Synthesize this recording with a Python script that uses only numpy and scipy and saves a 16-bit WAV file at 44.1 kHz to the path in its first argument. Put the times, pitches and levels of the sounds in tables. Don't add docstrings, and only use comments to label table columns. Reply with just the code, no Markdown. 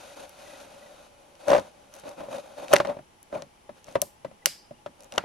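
import sys
import numpy as np
from scipy import signal
from scipy.fft import rfft, irfft
from scipy.io import wavfile

SR = 44100
rng = np.random.default_rng(int(sys.argv[2]) if len(sys.argv) > 2 else 0)


def output_pcm(signal):
    pcm = np.clip(np.atleast_2d(signal).T, -1, 1) * 32767
    wavfile.write(sys.argv[1], SR, np.round(pcm).astype(np.int16))


N = 231254
T = np.arange(N) / SR

# (f/Hz, likeness -1..1)
LIKENESS = [(100, 1), (300, 0.7), (600, 0.28), (1200, 0.12), (2200, 0.86), (3300, 0.82), (6500, 0.5),
            (8200, 0.5), (10500, -.5), (12500, 0.6), (15000, -0.6)]
# (f/Hz, density/dB per Hz)
BODY = [(40, -39), (120, -24.5), (230, -16), (310, -14), (420, -18.5), (510, -7.5), (570, 0.5), (640, -7.5),
        (700, -11.5), (790, -10.5), (1000, -14.5), (1500, -26), (3000, -35.5), (8000, -58.5)]


def from_db(db):
    return 10 ** (np.asarray(db) / 20)


def rms_one(x):
    return x / np.sqrt(np.mean(x ** 2) + 1e-20)


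def at_hz(points, hz):
    knots, values = np.transpose(points)
    return np.interp(np.log(hz + 1), np.log(knots), values)


def pan(db):
    return from_db(np.array([[.5], [-.5]]) * db)


def add(out, s, sound):
    start = int(np.clip(round(s * SR), 0, N - 1))
    out[:, start:start + sound.shape[1]] += sound[:, :N - start]


def noise(spectrum, likeness=LIKENESS, balance=None, peaks=(), size=N):
    # (f/Hz, left minus right/dB)
    near_balance = [(60, -3), (180, -6), (330, -2.5), (550, 4), (1100, 0.5), (2700, 0.5), (6300, 3),
                    (10000, 3), (13000, -2.5)]
    if balance is None:
        balance = near_balance
    hz = np.fft.rfftfreq(size, 1 / SR)
    db = at_hz(spectrum, hz)
    for centre, width, lift in peaks:
        db = db + lift / (1 + (2 * (hz - centre) / width) ** 2)
    mid, side = rfft(rng.standard_normal((2, size)))
    alike = np.clip(at_hz(likeness, hz), -.98, .98)
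    both = np.sqrt(1 + alike) * mid + np.sqrt(1 - alike) * side * [[1], [-1]]
    coloured = both * from_db(db) * pan(at_hz(balance, hz))
    return rms_one(irfft(coloured, size))


def strike(t, rise_s, t60):
    return (1 - np.exp(-t / rise_s)) * from_db(-60 * t / t60)


def watch(link_db=-4, link_room_db=-28):
    # (t/s, level/dB, centre of brightness f/Hz, room tail level/dB under the snap)
    snaps = [(2.7301, -19, 2200, -12), (2.7363, -14.5, 12000, -34), (2.7585, -21.5, 1914, -25),
             (2.7636, -14.5, 2312, -32), (4.0169, -15, 9900, -28), (4.4579, -9, 5090, -23.5),
             (5.1803, -14.5, 1810, -27.5)]
    out = np.zeros((2, N))
    for s, db, bright_hz, room_db in snaps:
        snap = metal_click(bright_hz, octaves=1.4, grit_db=-1, grit_t60=0.015, damping=0.92)
        add(out, s, from_db(db) * snap)
        add(out, s, from_db(db + room_db) * room(bright_hz))
    for s, db, bright_hz in link_ticks():
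        tick = metal_click(bright_hz, octaves=0.96, grit_db=0, grit_t60=0.0083, damping=1.6)
        add(out, s, from_db(db + link_db) * tick)
        add(out, s, from_db(db + link_db + link_room_db) * room(bright_hz))
    return out


def link_ticks(gap_s=0.017, follower_db=-6, follower_spread_db=2):
    # (t/s, first tick's level/dB before link_db, centre of brightness f/Hz, count of ticks)
    links = [(0.294, -42, 10500, 1), (0.602, -46.5, 4510, 1), (1.3536, -50, 3900, 1),
             (1.483, -30.5, 4950, 1), (1.504, -25.5, 3150, 5), (1.5966, -37.5, 3970, 1),
             (1.9395, -39, 6840, 5), (2.0918, -40.5, 5660, 1), (2.6823, -34.5, 2980, 1),
             (2.784, -32, 4200, 1), (2.8718, -35.5, 3370, 1), (3.229, -41, 10500, 1),
             (3.4216, -35, 4020, 1), (3.8433, -43, 5000, 6), (5.006, -43, 6000, 4), (5.1226, -33, 4200, 3)]
    ticks = []
    for s, db, bright_hz, count in links:
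        ticks.append((s, db, bright_hz))
        for _ in range(round(count) - 1):
            s = s + gap_s * rng.uniform(0.52, 1.5)
            follower = db + follower_db + follower_spread_db * rng.normal()
            ticks.append((s, follower, bright_hz))
    return ticks


def metal_click(bright_hz, octaves, grit_db, grit_t60, damping):
    # (f/Hz, width/Hz before damping, relative level/dB before focus)
    case = [(1460, 170, -1.5), (2000, 220, -2), (2790, 180, -5), (3080, 290, -5.5), (4440, 280, -6.5),
            (5000, 300, -10), (5940, 270, 0), (7020, 310, -7), (7880, 250, -7), (9260, 860, -4.5),
            (10630, 200, 1), (13000, 300, -6), (11800, 420, -8.5)]
    t = T[:2048]
    hz, width, db = np.transpose(case)
    db = db + focus(hz, bright_hz, octaves)

    port_lag = np.arccos(np.clip(at_hz(LIKENESS, hz), -1, 1))
    phase = rng.uniform(0, 2 * np.pi, len(hz)) + np.array([[.5], [-.5]]) * port_lag
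    waves = np.sin(2 * np.pi * hz[:, None] * t + phase[:, :, None])
    decay = np.exp(-np.pi * damping * width[:, None] * t)
    ring = np.sum(from_db(db)[:, None] * decay * waves, axis=1)

    grit_spectrum = np.column_stack([np.r_[200, hz], np.r_[db[0] - 20, db]])
    grit = noise(grit_spectrum, size=len(t)) * from_db(-60 * t / grit_t60)
    click = rms_one(ring) + from_db(grit_db) * rms_one(grit)
    click = click * (1 - np.exp(-t / 0.0001))
    click = signal.sosfilt(signal.butter(2, 500, "high", fs=SR, output="sos"), click)
    return click / np.sqrt(np.sum(click ** 2) / (0.005 * SR))


def focus(hz, bright_hz, octaves):
    return -6 * np.abs(np.log2(hz / bright_hz) / octaves) ** 2.3


def room(bright_hz, octaves=1.32, t60=0.28, linger_hz=4850, linger_db=-9, linger_t60=0.49):
    # (f/Hz, density/dB per Hz)
    tail_spectrum = [(200, -14), (600, -2), (1300, 7.5), (2500, 0), (3700, -5), (4800, -2), (6300, -5),
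                     (8000, -4), (11000, -2), (14000, -9), (16000, -17.5)]
    t = T[:16384]
    even = [(100, 0), (10000, 0)]
    hz, db = np.transpose(tail_spectrum)
    focused = np.column_stack([hz, db + focus(hz, bright_hz, octaves)])
    hiss = noise(focused, balance=even, size=len(t))
    band_spectrum = [(linger_hz / 2, -45), (linger_hz * 0.9, -11), (linger_hz, 0),
                     (linger_hz * 1.2, -11), (linger_hz * 2, -45)]
    band = noise(band_spectrum, balance=even, size=len(t))
    band_gain = from_db(linger_db + focus(linger_hz, bright_hz, 0.4))
    return hiss * strike(t, .003, t60) + band_gain * band * strike(t, .003, linger_t60)


def knocks(thump_db=1, crack_db=6, after_db=-27, thud_db=-32.5, thud_follows=0.48):
    # (t/s, thump level/dB before thump_db, crack level/dB before crack_db, left minus right/dB)
    jolts = [(2.035, -38.5, -49.5, -1), (2.204, -27.5, -44, 5), (2.285, -32, -51, 1),
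             (2.734, -2.5, -13, 0.5), (2.8003, -12.5, -23, 2), (2.849, -24, -32.5, -6),
             (2.896, -22, -39.5, 11), (2.967, -32, -49.5, 3), (2.988, -34, -50.5, 5.5),
             (3.326, -26, -45.5, -5), (3.356, -23.5, -51, 6), (3.421, -33.5, -48, 4),
             (3.692, -32, -48.5, 5.5), (3.882, -37.5, -49, 2), (3.954, -11, -27.5, 3.5),
             (4.02, -23.5, -43.5, 10.5), (4.247, -24, -40.5, 7.5), (4.312, -43, -57, 8),
             (4.466, -30, -41, 8.5), (4.709, -33.5, -57.5, 2.5), (4.861, -27.5, -40, 6.5),
             (5.124, -42, -47, 3), (5.178, -21.5, -24, 1.5), (5.238, -24.5, -47, 5)]
    # (f/Hz, density/dB per Hz)
    crack_spectrum = [(60, -33.5), (300, -5.5), (800, 8.5), (1600, 0), (2600, -8.5), (4000, -13),
                      (6200, -21.5), (9000, -26.5), (15000, -40)]
    # (f/Hz, density/dB per Hz)
    thud_spectrum = [(20, -23), (50, -8.5), (120, 0.5), (210, 3), (300, -3.5), (600, -28), (3000, -81)]
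    out, t = np.zeros((2, N)), T[:8192]
    for s, db, contact_db, place_db in list(jolts) + creak():
        thump = hollow_thump(t)
        thump = pan(place_db) * thump / np.max(np.abs(thump))
        after = from_db(after_db) * noise(BODY, size=len(t)) * strike(t, 0.0023, .28)
        crack = noise(crack_spectrum, size=len(t)) * strike(t, 0.00025, 0.051)
        thud = noise(thud_spectrum, size=len(t)) * strike(t, 0.0009, 0.19)
        add(out, s, from_db(db + thump_db) * (thump + after))
        add(out, s, from_db(contact_db + crack_db) * crack)
        add(out, s, from_db(thud_db + thud_follows * db) * thud)
    return out


def hollow_thump(t, rise_s=0.0015, detune=0.033, port_phase=0.46):
    # (f/Hz, relative level/dB, t60/s, left minus right/dB)
    housing = [(289.4, -21, 0.065, -9.5), (373.2, -21, 0.097, -8.5), (568.5, 2, 0.048, -1.5),
               (675, -0.5, 0.026, 2.5), (723, -6, 0.038, -6), (980, -19.5, 0.071, -3.5),
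               (1290, -22.5, 0.038, 1.5), (1565, -25.5, .06, -4), (2500, -32.5, 0.041, -5.5)]
    thump = 0
    for k, (hz, mode_db, t60, side_db) in enumerate(housing):
        pitch = hz * (1 + detune * rng.normal())
        strength = from_db(mode_db + 1.0 * rng.normal())
        phase = np.array([[1], [-1]]) * port_phase * hz / 560
        wave = np.sin(2 * np.pi * pitch * t + phase)
        thump = thump + (-1) ** k * strength * pan(side_db) * wave * strike(t, rise_s, t60)
    return thump


def creak(count=7, start_s=1.481, gap_s=0.0165, jitter_s=0.0012,
          middle_db=-7.5, ends_db=-10, crack_db=-15.5, place_db=4.5):
    s = start_s + gap_s * np.arange(count) + jitter_s * rng.standard_normal(count)
    db = middle_db + ends_db * np.linspace(-1, 1, count) ** 2
    return [(at, level, level + crack_db, place_db) for at, level in zip(s, db)]


def fingers(body_db=-1, hiss_db=-1, judder_db=3, grip_db=-42, judder_rate_hz=130):
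    # (start t/s, length/s, body level/dB before body_db, skin hiss level/dB before hiss_db)
    strokes = [(0.0, 0.13, -47, -49.5), (0.174, 0.072, -42, -48), (0.275, 0.1, -51.5, -55.5),
               (0.386, 0.26, -47, -50.5), (0.644, 0.42, -50, -56), (1.407, 0.076, -47, -53.5),
               (1.482, 0.096, -24, -40.5), (1.625, 0.052, -47.5, -55.5), (1.941, 0.06, -47.5, -52.5),
               (2.056, 0.058, -37.5, -50.5), (2.182, 0.078, -36.5, -53.5), (2.318, 0.056, -31, -44.5),
               (2.427, 0.12, -46.5, -56.5), (2.585, 0.073, -35.5, -48), (2.715, 0.044, -22.5, -38),
               (2.865, 0.054, -31, -54), (3.338, 0.046, -33, -54), (3.77, 0.012, -55, -60),
               (3.876, 0.065, -51, -57), (4.996, 0.069, -52.5, -63.5), (5.134, 0.074, -42, -55.5)]
    # (f/Hz, density/dB per Hz)
    skin = [(100, -36.5), (700, -17), (1100, -5.5), (1450, 2), (1800, -7.5), (3000, -5.5), (4900, -10),
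            (6400, -6.5), (7900, -15.5), (9600, -7.5), (11700, -12.5), (13500, -30.5), (16000, -36.5)]
    # (f/Hz, width/Hz, lift/dB)
    shell_peaks = [(275, 50, 3), (585, 40, 2), (760, 50, 4), (1430, 150, 2), (2510, 170, 7), (3780, 300, 6),
                   (4450, 200, 5)]
    resting = T < 2.9
    body, hiss = resting * from_db(-58), resting * from_db(-65)
    for start, length, pressure_db, skin_db in strokes:
        pressed = stroke(start, length, swell_s=0.011, release_s=0.022)
        body = np.maximum(body, from_db(pressure_db) * pressed)
        brushed = stroke(start, length, swell_s=0.021, release_s=0.033)
        hiss = np.maximum(hiss, from_db(skin_db) * brushed)
    grip = body / (body + from_db(grip_db))
    judder = from_db(judder_db * grip * drift(judder_rate_hz) - 3.1 * grip)
    rub = from_db(body_db) * body * noise(BODY, peaks=shell_peaks)
    rustle = from_db(hiss_db) * hiss * noise(skin, peaks=shell_peaks)
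    return judder * (rub + rustle)


def stroke(start, length, swell_s, release_s, ease_db_per_s=6):
    early = np.maximum(start - T, 0)
    late = np.maximum(T - start - length, 0)
    eased_db = ease_db_per_s * (np.clip(T - start, 0, length) - length / 2)
    return np.exp(-np.minimum(early / swell_s + late / release_s, 20)) * from_db(-eased_db)


def drift(rate_hz):
    return rms_one(np.interp(T * rate_hz, np.arange(6000), rng.standard_normal(6000)))


def lens_motor(level_db=-6, half_length_s=0.0059, step_s=0.04):
    # (start t/s, pitch f/Hz, level/dB before level_db, count of steps)
    motor_runs = [(0.11, 1960, -49, 1), (0.468, 1960, -46, 3), (0.828, 1960, -48, 2), (3.505, 2300, -62, 4),
                  (4.268, 1980, -49, 1), (4.429, 1980, -49, 1), (4.748, 2820, -55.5, 2)]
    out = np.zeros(N)
    for start, hz, db, count in motor_runs:
        step = np.clip(np.round((T - start) / step_s), 0, round(count) - 1)
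        nearest = start + step_s * step
        burst = np.exp(-np.minimum(((T - nearest) / half_length_s) ** 2, 20))
        out += from_db(db + level_db) * burst * np.sin(2 * np.pi * hz * T)
    return out


def hush(level_db=-58):
    # (f/Hz, density/dB per Hz)
    floor = [(22, -7.5), (50, -2), (130, -5), (300, -5.5), (480, -6), (700, -7), (1050, -7.5),
             (1450, -13.5), (2300, -14), (4000, -20), (8500, -22.5), (10300, -14.5), (13000, -33),
             (16500, -40.5)]
    # (f/Hz, likeness -1..1)
    floor_likeness = [(50, 0.87), (300, .55), (1300, -0.26), (3000, 0.37), (7000, -0.0088), (10300, -0.81),
                      (14000, -0.34)]
    # (f/Hz, width/Hz, lift/dB)
    hush_peaks = [(835, 66, 9.9), (3030, 460, 4), (5760, 360, 4.4)]
    balance = [(100, -1.2), (8000, 2)]  # (f/Hz, left minus right/dB)
    return from_db(level_db) * noise(floor, floor_likeness, balance=balance, peaks=hush_peaks)


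def scene():
    return watch() + knocks() + fingers() + lens_motor() + hush()


def record(dry):
    clipped = np.clip(dry, -1, 1)
    return signal.sosfilt(signal.ellip(10, .1, 70, 16000, fs=SR, output="sos"), clipped)


dry = scene()
out = record(dry)
output_pcm(out)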